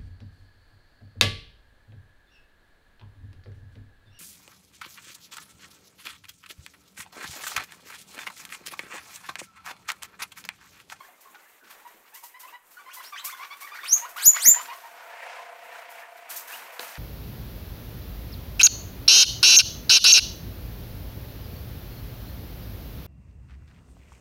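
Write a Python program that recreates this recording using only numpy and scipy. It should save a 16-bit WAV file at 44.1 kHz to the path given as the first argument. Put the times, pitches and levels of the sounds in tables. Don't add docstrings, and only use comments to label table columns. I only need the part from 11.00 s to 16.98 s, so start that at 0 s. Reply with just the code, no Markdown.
import sys
import numpy as np
from scipy import signal
from scipy.fft import rfft, irfft
from scipy.io import wavfile
from scipy.ndimage import uniform_filter1d

SR = 44100
rng = np.random.default_rng(int(sys.argv[2]) if len(sys.argv) > 2 else 0)


def transcribe(signal):
    frames = np.atleast_2d(signal).T
    limited = np.clip(frames, -1, 1)
    pcm = np.round(limited * 32767).astype(np.int16)
    wavfile.write(sys.argv[1], SR, pcm)


N = 263718
TIME = np.arange(N) / SR

# t/s, length/s, start f/Hz, end f/Hz, fundamental
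# level/dB, second partial level/dB
CHIRPS = [(0.0, 0.015, 1057, 1093, -42.5, -50.5), (0.25, 0.032, 1120, 1083, -53, -70),
          (0.808, 0.028, 840, 870, -59, -69), (0.846, 0.033, 943, 987, -47, -56.5),
          (1.118, 0.068, 799, 1116, -56, -55.5), (1.223, 0.03, 926, 969, -48, -57),
          (1.334, 0.043, 955, 1050, -54, -52), (1.425, 0.032, 973, 1032, -48.5, -51.5),
          (1.477, .027, 1160, 1160, -52.5, -67), (1.521, .04, 936, 1000, -47, -51.5),
          (1.761, 0.0376, 1414, 1540, -47, -64), (1.788, 0.039, 1156, 1157, -51.5, -61),
          (2.612, 0.046, 1074, 1201, -44.5, -48.5), (2.955, 0.023, 1137, 1204, -42, -53),
          (3.826, 0.04, 891, 956, -45.5, -56)]
# t/s, flat length/s, start f/Hz, end f/Hz,
# fundamental level/dB, second partial level/dB, flip length/s, top f/Hz, flip level/dB
WHISTLES = [(1.855, 0.035, 1021, 1046, -49, -51, .046, 3430, -49.5),
            (1.965, .036, 1009, 982, -44.5, -49, 0.084, 5680, -50),
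            (2.12, .032, 1206, 1126, -40.5, -45.5, .058, 4086, -40),
            (2.225, 0.067, 990, 1240, -44.5, -49.5, 0.04, 3500, -43),
            (2.322, 0.019, 1014, 1060, -44.5, -49, 0.016, 1700, -48),
            (2.38, 0.059, 980, 1195, -44, -47, 0.02, 2410, -48),
            (2.5, 0.036, 1084, 1194, -41.5, -44.5, 0.017, 1540, -53),
            (2.709, .036, 1155, 1226, -42, -47, 0.023, 2294, -41),
            (3.01, .036, 916, 966, -43.5, -48.5, 0.0216, 1540, -41),
            (3.339, 0.022, 1047, 1130, -42, -40, .02, 2100, -32.5),
            (3.556, 0.037, 957, 1014, -35.5, -43.5, 0.0242, 1300, -41),
            (3.675, 0.034, 932, 958, -43, -48, .028, 1115, -39)]
# t/s, f/Hz, fundamental level/dB, second partial level/dB
SQUEALS = [
    [(2.83, 1017, -38.5, -37), (2.845, 1288, -42.5, -50.5), (2.86, 2855, -35.5, -56),
     (2.876, 4520, -45, -45.5), (2.896, 5620, -34, -37.5), (2.92, 5970, -30, -52),
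     (2.932, 6480, -11.5, -32.5), (2.943, 6800, -26, -29), (2.956, 7050, -33, -44)],
    [(3.158, 1020, -42, -65), (3.185, 1576, -39, -42), (3.205, 2650, -39, -51.5), (3.225, 3690, -39.5, -33),
     (3.247, 5050, -32, -27.5), (3.259, 6076, -20, -18), (3.268, 6840, -11, -13), (3.282, 6930, -13, -23.5),
     (3.3, 7000, -12, -42.5)],
    [(3.38, 1900, -54, -51), (3.397, 2718, -40, -44.5), (3.41, 3240, -37, -35), (3.431, 4300, -35.5, -29.5),
     (3.448, 5390, -29.5, -25), (3.462, 6180, -17, -20), (3.476, 6840, -12, -20), (3.488, 7104, -9, -9.5),
     (3.5, 7108, -12.5, -25), (3.514, 7120, -11, -53.5)],
]
# f/Hz, level/dB
PARTIAL_COLOUR = [(900, 0.5), (2000, -1), (3300, -3.5), (4600, 2), (5400, 0), (6200, 3), (7200, -1),
                  (9500, -0.5), (13500, 1), (16000, -3)]
# t/s, length/s, start f/Hz, end f/Hz, level/dB
PEEPS = [(0.032, 0.027, 1523, 1830, -56.5), (0.083, 0.014, 730, 740, -56), (0.177, .025, 1190, 1220, -63.5),
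         (0.336, 0.037, 790, 900, -60), (0.343, .025, 1500, 1440, -55.5), (.13, .025, 2130, 2140, -63),
         (.373, 0.031, 2110, 2100, -68), (.43, .045, 2020, 2060, -66), (0.474, 0.053, 2040, 2080, -68),
         (0.523, .035, 2040, 2060, -63), (0.406, 0.021, 800, 770, -57), (.61, .037, 1565, 1470, -59),
         (.73, .046, 1610, 1880, -60.5), (0.457, .025, 1620, 1840, -60.5), (.695, 0.03, 1150, 1150, -57.5),
         (0.971, 0.022, 740, 770, -59), (1.047, 0.015, 1190, 1200, -58), (1.475, 0.017, 2540, 2870, -54),
         (2.668, 0.013, 1750, 1970, -42), (2.698, .018, 1700, 1630, -52), (2.786, .016, 1310, 2160, -39),
         (2.81, 0.064, 3590, 3620, -55), (2.856, 0.029, 1196, 2210, -47.5), (3.194, 0.047, 1580, 1663, -45),
         (3.449, 0.018, 1394, 2520, -28), (3.482, .011, 3750, 3500, -40), (3.541, 0.015, 1425, 2170, -38),
         (3.696, 0.014, 2330, 2610, -47), (4.055, .021, 1274, 1406, -52.5),
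         (4.111, 0.041, 1650, 1878, -48.5), (4.219, 0.021, 1870, 2014, -47),
         (4.378, 0.036, 1015, 1025, -49), (5.02, 0.023, 1750, 1796, -51.5), (3.715, 0.025, 1996, 2070, -49),
         (3.93, 0.11, 1500, 1478, -58), (5.485, 0.03, 1526, 1920, -49), (5.519, 0.036, 2370, 3200, -46.5),
         (5.555, .019, 1800, 2290, -65)]
# t/s, bright hiss level/dB, dull scrape level/dB, t60/s
SCUFFS_AND_RUSHES = [(.04, -82, -56.5, 0.088), (.2, -51.5, -78, .14), (.26, -77, -61, 0.071),
                     (.335, -79, -53, .12), (.63, -80, -54, 0.86), (0.693, -49, -47.5, 0.21),
                     (.86, -56, -55, 0.17), (1.05, -80, -54.5, 0.19), (1.133, -44, -57, 0.33),
                     (1.225, -43.5, -59, 0.25), (1.388, -45.5, -51.5, 0.33), (1.48, -67, -52, 0.26),
                     (1.7, -54, -63, 0.45), (1.925, -41.5, -52, .38), (2.025, -48.5, -48.5, 0.56),
                     (2.175, -61, -48.5, 0.68), (2.237, -30, -52, 0.23), (2.36, -52.5, -49, 0.95),
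                     (2.42, -68, -45, 0.31), (2.52, -56, -51, 0.13), (2.556, -55, -55, 0.27),
                     (2.597, -42.5, -48, 0.32), (2.662, -69, -46, 0.18), (2.732, -53, -45, .6),
                     (2.832, -45, -45, 0.12), (2.905, -39.5, -49, 0.44), (2.963, -39.5, -44, 0.29),
                     (3.082, -46, -72, 0.21), (3.155, -42, -41, 1), (3.315, -44.5, -62.5, .3),
                     (3.345, -39.5, -37, 0.68), (3.529, -48, -38.5, 0.84), (3.6, -43, -56, 0.36),
                     (3.72, -52, -50.5, 1), (4.63, -59, -76, 0.18), (4.89, -51, -72, 0.39),
                     (4.983, -53.5, -51.5, .15), (5.16, -54, -52, .1), (5.288, -36, -43.5, 0.49),
                     (5.352, -33, -61, 0.21), (5.465, -44.5, -45, 0.84), (5.508, -43, -43.5, .56),
                     (5.716, -51.5, -69.5, 0.66), (5.795, -41.5, -43, 0.79), (5.867, -53, -44.5, 0.54)]
# f/Hz, level/dB per Hz
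BRIGHT_SPECTRUM = [(1500, -29.5), (2500, -6.5), (3600, -8), (6000, -2.5), (8200, -3), (10500, -2),
                   (12000, -2), (13600, 3.5), (14600, 1.5), (15700, -8.5)]
# f/Hz, level/dB per Hz
DULL_SPECTRUM = [(88, -63), (150, -43), (300, -26.5), (367, -33), (899, -3), (1070, -4.5), (1500, -1),
                 (6000, -15), (7800, -30), (13200, -120)]
# t/s, blow level/dB
TAPS = [(5.7938, -34.5), (5.7958, -27), (5.816, -44)]
# f/Hz, level/dB, t60/s
CARDBOARD_MODES = [(505, -13, 0.065), (900, -7, 0.0084), (1700, 1.5, 0.0087), (2820, -1, 0.0055),
                   (3980, 10.5, 0.0027), (5830, -17, 0.0037), (7700, -7, .004), (11400, -4, .004)]
# t/s, level/dB
BUMPS = [(.1, -67), (.3, -63.5), (.62, -59), (.78, -70), (.93, -60.5), (3.62, -61), (5.31, -62),
         (5.52, -63), (5.61, -61.5), (5.8, -58.5), (5.87, -68)]
# t/s, drone level/dB, throb level/dB
MOTOR_LEVELS = [(2.7, -65, -68), (2.97, -51, -55.5), (3.25, -53.5, -64.5), (3.65, -50, -54.5),
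                (3.9, -51, -55), (4.1, -44.5, -54), (4.35, -44.5, -48.5), (4.8, -47, -50.5),
                (5.03, -47, -53.5), (5.22, -48, -49.5), (5.32, -45, -59.5), (5.98, -45.5, -60.5)]
# f/Hz, level/dB per Hz
DRONE_SPECTRUM = [(120, -101), (200, -44), (423, -33), (473, -10), (600, -14), (682, -5), (839, -12),
                  (908, -5.5), (1120, -12), (1890, -11), (2480, -12.5), (3570, -24.5), (9000, -35.5),
                  (11700, -39), (19800, -120)]
# f/Hz, width/Hz, relative level/dB
PIPE_MODES = [(693.4, 41, 1.5), (475, 24, -16.5), (1000, 120, -11.5), (1485, 60, -14), (2303, 80, -13.5)]
# f/Hz, level/dB per Hz
AIR_SPECTRUM = [(15, -34.5), (25, -6), (49, -21.5), (126, -21), (435, -4), (1150, -2.5), (2080, -4),
                (3200, -11), (5190, -17), (6800, -12), (11700, -14), (13300, -7), (15700, -14.5)]
# f/Hz, t60/s
PEN_T60 = [(500, 0.15), (1000, 0.26), (2000, .22), (4000, 0.17), (7000, 0.23), (14000, 0.15)]
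# f/Hz, relative level/dB
PEN_COLOUR = [(500, -7.5), (1000, -3), (2000, 0), (4000, 1.5), (16000, -1)]

SWELL_SHARE, HOLD_SHARE, START_DB, END_DB, GLIDE_POWER = 0.27, 0.79, -14.5, -3, 1.207
FLIP_ONSET, FLIP_EASE, FLIP_SECOND_DB, FLIP_END_DB = 1.4, 2.2, -11.5, -5
UPPER_FALL_DB = 7.5
WOBBLE, GLIDE_WOBBLE = 0.00744, 0.05
FADE_S = 0.0036
BREATHY_DB, HOARSE_DB, CLEAR_HZ = -7, -10, 2500
RUSH_RISE_S, BUMP_T60_S = 0.018, 0.46
THROB_S, THROBS_PER_S, SLOWING_PER_S2 = 4.494, 30.55, 1.1
AIR_DB = -57
PEN_DB, FIRST_ECHO_S = -2.5, 0.0047
EARLY_DB, EARLY_T60_S = 0.5, 0.077
BEND, CEILING = 0.27, 1.02
CUTOFF_HZ = 15770


def voices():
    out = np.zeros(N)
    calls = [chirp(*row, END_DB) for row in CHIRPS]
    calls += [whistle(*row) for row in WHISTLES] + SQUEALS
    for call in calls:
        s, hz, first_db, second_db = np.transpose(call)
        start = int(s[0] * SR)
        t = TIME[start:int((s[-1] + FADE_S) * SR)]
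        aim = np.interp(t, s, hz)
        octaves_per_s = uniform_filter1d(abs(np.gradient(np.log2(aim))) * SR, size=200)
        glide = np.clip(octaves_per_s / 40, 0, 1) / np.hypot(1, (aim / 3500) ** 2)
        unrest = WOBBLE * drift(71.5, len(t)) + GLIDE_WOBBLE * glide * drift(300, len(t))
        pitch = aim * (1 + unrest)
        for k in range(1, 6):
            partial_db = first_db if k == 1 else second_db - UPPER_FALL_DB * (k - 2)
            level_db = np.interp(t, s, partial_db) + at_hz(PARTIAL_COLOUR, k * pitch)
            out[start:][:len(t)] += soft_ends(t) * partial(pitch, level_db, k)
    return out


def whistle(s, length, from_hz, to_hz, first_db, second_db, flip_s, top_hz, flip_db):
    rows = chirp(s, length, from_hz, to_hz, first_db, second_db, 0)
    for x in np.arange(1, 7) / 6:
        hz = top_hz - (top_hz - to_hz) * (1 - x ** FLIP_ONSET) ** FLIP_EASE
        db = flip_db + FLIP_END_DB * x ** 4
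        rows.append((s + length + x * flip_s, hz, db, db + FLIP_SECOND_DB))
    return rows


def chirp(s, length, from_hz, to_hz, first_db, second_db, end_db):
    shape = [(0, START_DB), (SWELL_SHARE, 0), (HOLD_SHARE, 0), (1, end_db)]
    return [(s + x * length, from_hz + x ** GLIDE_POWER * (to_hz - from_hz), first_db + db, second_db + db)
            for x, db in shape]


def partial(pitch, level_db, k):
    low_pass = signal.butter(4, 450, fs=SR, output="sos")
    fast = signal.sosfilt(low_pass, rng.standard_normal(len(pitch) + 500))[500:]
    unrest = from_db(BREATHY_DB) * drift(91, len(pitch)) + from_db(HOARSE_DB) * rms_one(fast)
    flutter = 1 + unrest / np.hypot(1, pitch / CLEAR_HZ)
    tone = np.sin(2 * np.pi * k * np.cumsum(pitch) / SR)
    audible = k * pitch < .45 * SR
    return np.sqrt(2) * from_db(level_db) * flutter * tone * audible


def soft_ends(t):
    return np.clip(np.minimum(t - t[0], t[-1] - t) / FADE_S, 0, 1) ** 2


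def peeps():
    out = np.zeros(N)
    for s, length, from_hz, to_hz, db in PEEPS:
        t = TIME[int(s * SR):int((s + length) * SR)]
        pitch = np.linspace(from_hz, to_hz, len(t)) * (1 + .02 * drift(200, len(t)))
        out[int(s * SR):][:len(t)] += soft_ends(t) * partial(pitch, db, 1.0)
    return out


def scuffs_and_rushes():
    bright_power, dull_power = np.zeros(N), np.zeros(N)
    for s, bright_db, dull_db, t60 in SCUFFS_AND_RUSHES:
        age = np.clip(TIME - s, 0, None)
        swell = np.sin(np.pi / 2 * np.clip(age / RUSH_RISE_S, 0, 1)) ** 2
        shape = swell * from_db(-60 * np.clip(age - RUSH_RISE_S, 0, None) / t60)
        bright_power += (from_db(bright_db) * shape) ** 2
        dull_power += (from_db(dull_db) * shape) ** 2
    bright_grains = rng.standard_normal(N) * from_db(1.2 * drift(300, N))
    dull_grains = rng.standard_normal(N) * from_db(2.8 * drift(89.0, N))
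    bright = np.sqrt(bright_power) * coloured(bright_grains, BRIGHT_SPECTRUM)
    return bright + np.sqrt(dull_power) * coloured(dull_grains, DULL_SPECTRUM)


def taps():
    clicks = np.zeros(N)
    for s, db in TAPS:
        clicks[round(s * SR)] = from_db(db)
    rung = sum(from_db(db) * ring(clicks, hz, t60) for hz, db, t60 in CARDBOARD_MODES)
    return signal.sosfilt(signal.butter(3, 280, "high", fs=SR, output="sos"), rung)


def bumps():
    power = np.zeros(N)
    for s, db in BUMPS:
        rise = np.clip((TIME - s) / 0.017, 0, 1)
        power += (rise * from_db(db - 60 * np.clip(TIME - s, 0, None) / BUMP_T60_S)) ** 2
    band = signal.butter(2, [200, 480], "band", fs=SR, output="sos")
    return np.sqrt(power) * rms_one(signal.sosfilt(band, rng.standard_normal(N)))


def motor():
    s, *columns = np.transpose(MOTOR_LEVELS)
    drone_db, throb_db = [np.interp(TIME, s, c) for c in columns]
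    start = np.clip((TIME - s[0]) / 0.27, 0, 1) ** 2
    since = TIME - THROB_S
    turn = 2 * np.pi * since * (THROBS_PER_S - SLOWING_PER_S2 * since / 2)
    puff = np.exp(4.0 * (np.cos(turn) - 1)) * from_db(1.2 * drift(15, N))
    throb = np.zeros(N)
    for hz, width_hz, db in PIPE_MODES:
        tone = np.sin(2 * np.pi * hz * TIME + 1.73 * drift(3.1, N))
        drive = puff * (tone + .35 * rng.standard_normal(N))
        t60 = np.log(1000) / (np.pi * width_hz)
        throb += from_db(db) * rms_one(ring(drive, hz, t60))
    drone = patchy(DRONE_SPECTRUM, patchy_db=1.66, rate_hz=8.5) * (1 + 0.15 * np.cos(turn))
    return start * (from_db(drone_db) * drone + from_db(throb_db) * rms_one(throb))


def air():
    return from_db(AIR_DB) * patchy(AIR_SPECTRUM, patchy_db=2.34, rate_hz=13.7)


def pen(x):
    t = TIME[:SR // 2]
    hz = np.clip(np.fft.rfftfreq(len(t), 1 / SR), 250, 16000)
    white, tail = rfft(rng.standard_normal(len(t))), np.zeros(len(t))
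    for centre in 250 * 2. ** np.arange(7):
        band = irfft(white * octave_share(hz, centre), len(t))
        tail += band * from_db(at_hz(PEN_COLOUR, centre) - 60 * t / at_hz(PEN_T60, centre))
    early = from_db(EARLY_DB - 60 * t / EARLY_T60_S)
    tail = tail * (t > FIRST_ECHO_S) * (1 + early)
    return from_db(PEN_DB) * signal.fftconvolve(x, tail / np.sqrt(np.sum(tail ** 2)))[:N]


def from_db(db):
    return 10 ** (np.asarray(db) / 20)


def rms_one(x):
    return x / np.sqrt(np.mean(x ** 2) + 1e-20)


def at_hz(points, hz):
    table_hz, value = np.array(points).T
    return np.interp(np.log(hz), np.log(table_hz), value)


def drift(rate_hz, size):
    r = np.exp(-2 * np.pi * rate_hz / SR)
    white = rng.standard_normal(size + 4000)
    return rms_one(signal.lfilter([1], [1, -2 * r, r * r], white)[4000:])


def coloured(white, spectrum):
    hz = np.maximum(np.fft.rfftfreq(N, 1 / SR), 1)
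    return rms_one(irfft(rfft(white) * from_db(at_hz(spectrum, hz)), N))


def octave_share(hz, centre):
    return np.clip(1 - abs(np.log2(hz / centre)), 0, 1)


def patchy(spectrum, patchy_db, rate_hz):
    full = rfft(coloured(rng.standard_normal(N), spectrum))
    hz = np.maximum(np.fft.rfftfreq(N, 1 / SR), 40)
    together, out = drift(rate_hz / 4, N), np.zeros(N)
    for centre in 40 * 2. ** np.arange(10):
        band = irfft(full * octave_share(hz, centre), N)
        out += band * from_db(patchy_db * (together + drift(rate_hz, N)))
    return rms_one(out)


def ring(clicks, hz, t60):
    r, w = from_db(-60 / (t60 * SR)), 2 * np.pi * hz / SR
    return signal.lfilter([0, np.sin(w)], [1, -2 * r * np.cos(w), r * r], clicks + 1e-18)


def scene():
    no_bass = signal.butter(4, 600, "high", fs=SR, output="sos")
    calls = signal.sosfilt(no_bass, voices() + peeps())
    tap = taps()
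    echoes = pen(calls + 0.4 * tap)
    return (calls + tap + echoes + scuffs_and_rushes() + bumps() + motor() + air())[None]


def record(dry):
    thump = signal.sosfilt(signal.butter(2, 80, "high", fs=SR, output="sos"), np.tanh(dry) ** 6)
    bent = CEILING * np.tanh((dry + BEND * thump) / CEILING)
    return signal.sosfilt(signal.ellip(12, .5, 75, CUTOFF_HZ, fs=SR, output="sos"), bent)


dry = scene()
out = record(dry)
transcribe(out)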